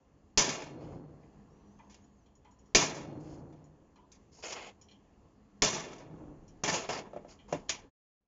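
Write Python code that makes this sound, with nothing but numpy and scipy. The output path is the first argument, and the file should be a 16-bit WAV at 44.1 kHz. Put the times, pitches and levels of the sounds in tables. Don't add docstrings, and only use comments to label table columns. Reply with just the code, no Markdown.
import sys
import numpy as np
from scipy import signal
from scipy.fft import rfft, irfft
from scipy.io import wavfile

SR = 44100
rng = np.random.default_rng(int(sys.argv[2]) if len(sys.argv) > 2 else 0)


def waveform_to_disk(signal):
    frames = np.transpose(np.atleast_2d(signal))
    scaled = np.clip(frames, -1, 1) * 32767
    samples = np.round(scaled).astype(np.int16)
    wavfile.write(sys.argv[1], SR, samples)


def ratio_of_db(decibels):
    return 10 ** (np.asarray(decibels, float) / 20)


N = 364707
TIME_S = np.arange(N) / SR

# (time [s], level [dB], ring length share [1])
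BLOWS = [(0.3743, -11, 0.92), (2.7482, -9.5, 0.88), (5.6207, -12.5, 1.246)]


def rms_one(x):
    return x / np.sqrt(np.mean(x ** 2) + 1e-20)


def in_time(rows):
    s, *columns = np.transpose(rows)
    return [np.interp(TIME_S, s, column) for column in columns]


def at_hz(points, hz):
    points_hz, values = np.transpose(points)
    return np.interp(np.log(hz), np.log(points_hz), values)


def drift(rate_hz):
    r = np.exp(-2 * np.pi * rate_hz * 40 / SR)
    noise = rng.standard_normal(N // 40 + 2002)
    slow = signal.lfilter([1], [1, -2 * r, r * r], noise)[2000:]
    return np.interp(np.arange(N) / 40, np.arange(len(slow)), rms_one(slow))


def bands(source):
    edges_hz = 22 * 2 ** np.arange(0, 8.7, 1 / 3)
    for k, (low_hz, high_hz) in enumerate(zip(edges_hz, edges_hz[1:])):
        sos = signal.butter(2, [low_hz, high_hz], "band", fs=SR, output="sos")
        yield min(np.sqrt(low_hz * high_hz), 7000), signal.sosfilt(sos, source[k % 2])


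def ring(clicks, hz, t60_s):
    r, w = ratio_of_db(-60 / (t60_s * SR)), 2 * np.pi * hz / SR
    return signal.lfilter([0, np.sin(w)], [1, -2 * r * np.cos(w), r * r], clicks + 1e-18)


def resonate(x, hz, width_hz):
    r = np.exp(-np.pi * width_hz / SR)
    poles = [1, -2 * r * np.cos(2 * np.pi * hz / SR), r * r]
    return signal.lfilter([(1 - r * r) / 2, 0, (r * r - 1) / 2], poles, x)


def metallic(shape, width_hz=30):
    white = rfft(rng.standard_normal(shape))
    hz = np.linspace(0, SR / 2, white.shape[-1])
    centres_hz = np.cumsum(rng.uniform(25, 115, 120))
    coarse_hz = hz[::max(len(hz) // 8000, 1)]
    modes = 1 / (1 + (2 * (coarse_hz[:, None] - centres_hz) / width_hz) ** 2)
    power = 0.1 + np.sum(rng.gamma(2, 0.5, 120) * modes, axis=1)
    return rms_one(irfft(white * np.sqrt(np.interp(hz, coarse_hz, power)), shape[-1]))


def grains(per_s, spread_db):
    sizes = ratio_of_db(spread_db * np.minimum(rng.exponential(1, (2, N)), 4))
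    sizes = sizes * rng.choice([-1, 1], (2, N))
    return sizes * (rng.random((2, N)) < per_s / SR) + 1e-18


def surges(rows, rise_db_per_s, fall_db_per_s):
    return sum(ratio_of_db(db - np.maximum(rise_db_per_s * (top_s - TIME_S), fall_db_per_s * (TIME_S - top_s)))
               for top_s, db in rows)


def yard():
    # (frequency [Hz], relative level [dB per Hz])
    colour = [(12, -32), (20, -5.5), (59, 4), (140, -2), (218, -1.5), (556, -9), (629, -13), (932, -12),
              (1350, -22.5), (3040, -30.5), (3800, -36), (7200, -28.5), (9360, -61), (15800, -120)]
    # (time [s], level [dB])
    level = [(0, -65.5), (.36, -64), (1.6, -59.5), (2.6, -62.5), (5.6, -61), (7.9, -57)]
    # (frequency [Hz], width [Hz], relative level [dB])
    hums = [(82, 8.9, 1), (204, 7.2, 10), (270, 5, -5.5)]
    together_db, white = drift(1.4), rng.standard_normal((2, N))
    mix = np.zeros(N)
    for hz, band in bands(white):
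        mix += ratio_of_db(at_hz(colour, hz) + together_db + 1.5 * drift(6)) * band
    for hz, width_hz, db in hums:
        mix += ratio_of_db(db + 3 * drift(3)) * resonate(white[0], hz, width_hz)
    return ratio_of_db(in_time(level)[0]) * rms_one(mix)


def clinks():
    # (time [s], level [dB], centre [octaves above 1 kHz])
    events = [(0.302, -68, 4), (1.23, -67, 0.6), (1.789, -57, 0), (1.793, -62.5, 0.86), (1.919, -63.5, 1.9),
              (2.039, -67, 3), (2.259, -70, 2), (2.352, -65, 3), (2.447, -55.5, 0.3), (2.452, -71.5, 2),
              (2.509, -66, 3), (2.588, -68.5, 2.7), (2.656, -73, 2.5), (2.70, -79, 2.5), (3.64, -65.5, 3),
              (3.958, -57, 0.2), (3.96, -66.5, 2), (4.813, -58.5, 2.5), (4.885, -59.5, 1.9),
              (4.911, -58, 2), (6.479, -62, 2.5), (7.389, -60, 1.53), (4.38, -62.5, -0.5),
              (7.482, -52, -0.76), (7.685, -49.5, 2), (7.694, -37.5, 1.2)]
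    # (frequency [Hz], width [Hz], relative level [dB], t60 [s])
    tool = [(481, 120, 1.5, 0.3), (647.5, 280, 0, 0.44), (892.5, 200, 1, 0.55), (1750, 300, -6, .12),
            (2000, 120, -3.5, .2), (2403, 120, 0.5, 0.18), (3140, 360, -0.5, 0.25), (4160, 270, -5.5, .12),
            (5670, 640, -2.5, 0.17), (6800, 240, 2.5, 0.12)]
    fall_db_per_octave = 16
    t = np.arange(SR // 2) / SR
    out, puffs = np.zeros(N + len(t)), metallic((len(events), len(t)), width_hz=48)
    for (s, db, centre_octave), puff in zip(events, puffs):
        tone = 0.36 * puff * np.exp(-t / 0.004)
        for hz, width_hz, mode_db, t60_s in tool:
            away_db = fall_db_per_octave * abs(np.log2(hz / 1000) - centre_octave)
            mode = rms_one(resonate(resonate(puff, hz, width_hz), hz, width_hz))
            tone = tone + ratio_of_db(mode_db - away_db - 60 * t / t60_s) * mode
        out[round(s * SR):][:len(t)] += ratio_of_db(db) * tone
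    return out[:N]


def blows():
    # bass [dB], middle [dB], treble [dB]
    colour = (-13, -9, -8)
    return [(s, db, *colour, share) for s, db, share in BLOWS]


def knocks():
    # (time [s], level [dB], treble over bass [dB], ring length share [1])
    events = [(0.489, -45.5, 15.5, 1), (0.619, -55.5, 0.5, 0.83), (1.897, -64.5, 12, 0.84),
              (1.943, -59.5, 17, 0.085), (2.824, -43, 7.5, 1), (2.949, -59.5, 13.5, 1),
              (3.525, -67, -19, .68), (4.117, -69.5, 21.5, 0.66), (4.524, -43.5, 7.5, .43),
              (5.931, -61, 10, 0.24), (5.981, -58, 1, 0.52), (6.636, -31, -1.5, 1),
              (6.677, -30.5, -3, 0.34), (6.696, -41.5, 15.5, 1), (6.738, -43.5, -6, 0.14),
              (6.889, -35, -8, 0.74), (7.132, -56.5, -25, 0.32), (7.161, -54.5, -27.5, 0.28),
              (7.247, -66, -29.5, 1), (7.525, -35, -19, 0.3), (7.693, -36, 14.5, 0.51)]
    middle_db = 6
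    return [(s, db, -slope_db / 2, middle_db, slope_db / 2, share) for s, db, slope_db, share in events]


def colour_db(event, hz):
    s, level_db, bass_db, middle_db, treble_db, share = event
    colour = [(60, bass_db - 6.5), (300, bass_db), (1500, middle_db), (5000, treble_db)]
    return level_db + at_hz(colour, hz)


def cracks():
    crack_db, decay_s = -4, 0.003
    out, t = np.zeros(N), np.arange(SR // 10) / SR
    bright = signal.butter(2, [2400, 7400], "band", fs=SR, output="sos")
    for (s, level_db, share), noise in zip(BLOWS, rng.standard_normal((len(BLOWS), len(t)))):
        burst = signal.sosfilt(bright, noise * np.exp(-t / decay_s))
        out[round(s * SR):][:len(t)] += ratio_of_db(level_db + crack_db) * burst
    return out


def bench_ring(events):
    # (frequency [Hz], relative level [dB per Hz])
    colour = [(24, -43.5), (40, -8), (157, -2), (191, -1), (329, -7.5), (409, -5.5), (466, -8.5),
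              (914, -9.5), (1160, -16), (2480, -14), (3830, -18.5), (6600, -8.5), (7200, -16.5),
              (9360, -45), (15800, -120)]
    # (frequency [Hz], t60 [s])
    decay = [(40, .25), (90, 0.63), (160, 0.73), (420, 1.007), (1100, 0.63), (2900, 0.5), (7000, 0.35)]
    out, t = np.zeros(N), np.arange(int(1.5 * SR)) / SR
    clatter = drift(30)
    for hz, noise in bands(0.74 * metallic((2, N))):
        envelope = np.zeros(N + len(t))
        rise = 1 - np.exp(-t / (0.00036 + 0.38 / hz))
        for event in events:
            t60_s = at_hz(decay, hz) * max(event[5], 0.05)
            shape = ratio_of_db(-60 * t / t60_s) + 0.56 * np.exp(-t / 0.0098)
            at = round(event[0] * SR)
            envelope[at:at + len(t)] += ratio_of_db(colour_db(event, hz)) * rise * shape
        gain_db = at_hz(colour, hz) + 14.5 + 1.5 * clatter + 1.5 * drift(36)
        out += ratio_of_db(gain_db) * envelope[:N] * noise
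    return out


def plate_lines(events):
    # (frequency [Hz], relative level [dB], t60 at full ring share [s])
    modes = [(194, -10, .27), (420, -4, .25), (603, -8, .3), (950, -12, .25), (1570, -16, .25),
             (2440, -13, .4), (2850, -15, .33), (3035, -15, .4), (3330, -16, .35), (4440, -15, .3),
             (4815, -6, .18), (5200, -9, .25), (5460, -12, .27), (5739, -15, .35), (6010, -12, .3),
             (6490, -11, .28), (6750, -8, .25), (6970, -12, .33)]
    t = np.arange(SR) / SR
    out, (hz, mode_db, t60_s) = np.zeros(N + SR), np.transpose(modes)[:, :, None]
    chance = rng.standard_normal((len(events), len(modes), 2))
    for event, draw in zip(events, chance):
        strength_db = colour_db(event, hz) + mode_db + 1.9 * draw[:, :1] - 5.5
        wave = np.sin(2 * np.pi * hz * (1 + 0.006 * draw[:, 1:]) * t)
        length_s = t60_s * np.clip(event[5], 0.05, 1) ** 1.3
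        at = round(event[0] * SR)
        out[at:at + SR] += np.sum(ratio_of_db(strength_db - 60 * t / length_s) * wave, axis=0)
    return out[:N]


def punch():
    level_db = [-63, -63, -72]
    clicks = np.zeros(N)
    clicks[[round(blow[0] * SR) for blow in BLOWS]] = ratio_of_db(level_db)
    return ratio_of_db(2 * drift(20)) * ring(clicks, hz=4265, t60_s=1.6)


def jolts():
    jolt_db, jolt_s = -22, 0.0051
    out, t = np.zeros(N), np.arange(SR // 4) / SR / jolt_s
    for s, level_db, share in BLOWS:
        out[round(s * SR):][:len(t)] += ratio_of_db(level_db + jolt_db) * t * (2 - t) * np.exp(1 - t)
    return out


def wooden_knocks():
    # (frequency [Hz], relative level [dB], t60 [s])
    board = [(482, -2, .08), (590, 3, 0.098), (695, 0.5, .08), (853, -2.5, 0.036), (1300, -11, 0.046),
             (2080, -22, 0.028)]
    clicks = np.zeros(N)
    for s, level_db, bass_db, middle_db, treble_db, share in knocks():
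        clicks[round(s * SR)] = ratio_of_db(level_db + bass_db + 0.47 * (bass_db - treble_db) - 10)
    return sum((-1) ** k * ratio_of_db(db) * ring(clicks, hz, t60_s) for k, (hz, db, t60_s) in enumerate(board))


def slide_controls():
    # (start [s], length [s], level [dB], sag [dB per s], treble share [dB])
    strokes = [(0.801, 0.18, -66, 34, -4.5), (3.196, .13, -70.5, -49.5, -2), (3.33, 0.068, -68.5, 81, -2),
               (4.316, 0.093, -66, -90, -0.5), (4.424, 0.11, -42.5, 9, -2), (4.553, 0.14, -46.5, 51, -9),
               (6.737, 0.31, -31, 175.5, -3), (6.891, 0.1, -37.5, 66, -5), (7.28, 0.047, -58, -40, -1),
               (7.481, 0.038, -59.5, -50, -3), (7.538, 0.11, -50, 249, -3.5)]
    attack_s, release_s = 0.0062, 0.018
    gain, treble_db = 0, np.zeros(N)
    for start_s, length_s, db, sag_db_per_s, share_db in strokes:
        t = np.maximum(TIME_S - start_s, 0)
        held = ratio_of_db(db - sag_db_per_s * np.minimum(t, length_s))
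        release = np.exp(-np.maximum(t - length_s, 0) / release_s)
        gain = gain + held * (1 - np.exp(-t / attack_s)) * release
        treble_db[TIME_S >= start_s] = share_db
    return gain, treble_db


def slides():
    # (frequency [Hz], relative level [dB per Hz])
    colour = [(150, -19), (460, -0.5), (900, -2), (1700, -10.5), (3000, -4), (3800, -24), (5200, 1.5),
              (7000, -15.5)]
    # (frequency [Hz], width [Hz], relative level [dB])
    peaks = [(483, 82, 1.5), (2169, 81, -0.5), (2890, 330, -9), (4300, 59, -7), (6670, 500, 0)]
    gain, treble_db = slide_controls()
    grit = grains(1500, spread_db=-0.5)
    parts = [(hz, ratio_of_db(at_hz(colour, hz) + 1.8 * drift(20.6)) * band)
             for hz, band in bands(grit) if hz > 150]
    parts += [(hz, ratio_of_db(db + 2.65 * drift(4.9)) * resonate(grit[0], hz, width_hz))
              for hz, width_hz, db in peaks]
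    low = rms_one(sum(part for hz, part in parts if hz < 4000))
    high = rms_one(sum(part for hz, part in parts if hz >= 4000))
    share = np.clip(ratio_of_db(treble_db), 0, 0.98)
    stutter = ratio_of_db(0.88 * drift(48))
    return gain * stutter * (1.28 * np.sqrt(1 - share ** 2) * low + share * high)


def rock_gain():
    # (time [s], level [dB])
    tops = [(0.91, -44.5), (3.14, -46.5), (3.4, -51), (6.219, -48)]
    rise_db_per_s, drop_db_per_s, fade_db_per_s, tail_db = 30.5, 81, 23.5, -8
    tails = [(s, db + tail_db) for s, db in tops]
    gain = surges(tops, rise_db_per_s, drop_db_per_s) + surges(tails, drop_db_per_s, fade_db_per_s)
    for blow_s, *rest in BLOWS:
        before = (TIME_S < blow_s) & (TIME_S > blow_s - 0.6)
        gain = np.where(before, np.minimum(gain, ratio_of_db(-75)), gain)
    return gain


def rocking():
    # (frequency [Hz], width [Hz], relative level [dB])
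    scrap = [(97, 21, -13), (153.6, 16, 1.5), (312, 51, -1), (484, 300, -1.5), (763, 570, -4),
             (1515, 2000, -48)]
    soft = signal.butter(1, [80, 700], "band", fs=SR, output="sos")
    touches = signal.sosfilt(soft, grains(400, spread_db=1.5))
    rings = sum(ratio_of_db(db) * np.sqrt(width_hz) * ring(touches[k % 2], hz, 2.2 / width_hz)
                for k, (hz, width_hz, db) in enumerate(scrap))
    return rock_gain() * rms_one(rings)


def bird():
    # (time [s], pitch [Hz])
    pitch = [(1.5, 5500), (1.6, 6000), (1.69, 5750), (1.73, 6230), (1.85, 6470), (2.0, 6300), (2.07, 6850),
             (2.16, 6750), (2.24, 5850)]
    hz, = in_time(pitch)
    sounding = (TIME_S > pitch[0][0]) & (TIME_S < pitch[-1][0])
    phase = 2 * np.pi * np.cumsum(hz * (1 + 0.015 * drift(156))) / SR
    return sounding * ratio_of_db(-82 + 3.1 * drift(30)) * np.sin(phase)


def breeze():
    # (time [s], level [dB])
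    puffs = [(6.41, -56.5), (7.63, -64.5)]
    lowest = signal.butter(2, [20, 45], "band", fs=SR, output="sos")
    lumps = signal.sosfilt(lowest, rng.standard_normal(N))
    return surges(puffs, rise_db_per_s=42, fall_db_per_s=33) * rms_one(lumps)


def scene():
    contacts = blows() + knocks()
    steel = clinks() + cracks() + bench_ring(contacts) + plate_lines(contacts) + punch() + jolts()
    return (yard() + steel + wooden_knocks() + slides() + rocking() + bird() + breeze())[None]


def low_pass(x):
    return signal.sosfilt(signal.butter(12, 8330, fs=SR, output="sos"), x)


def record(dry):
    # (time [s], gain [dB])
    fader = [(0, 0), (7.86, -1.5), (7.895, -11), (7.915, -72), (8.2, -60.5), (8.21, -28.5), (8.27, -32)]
    faded = dry * ratio_of_db(in_time(fader)[0])
    steep = signal.cheby2(14, 55, 8006, fs=SR, output="sos")
    mix = signal.sosfilt(steep, faded)
    return low_pass(mix)


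dry = scene()
out = record(dry)
waveform_to_disk(out)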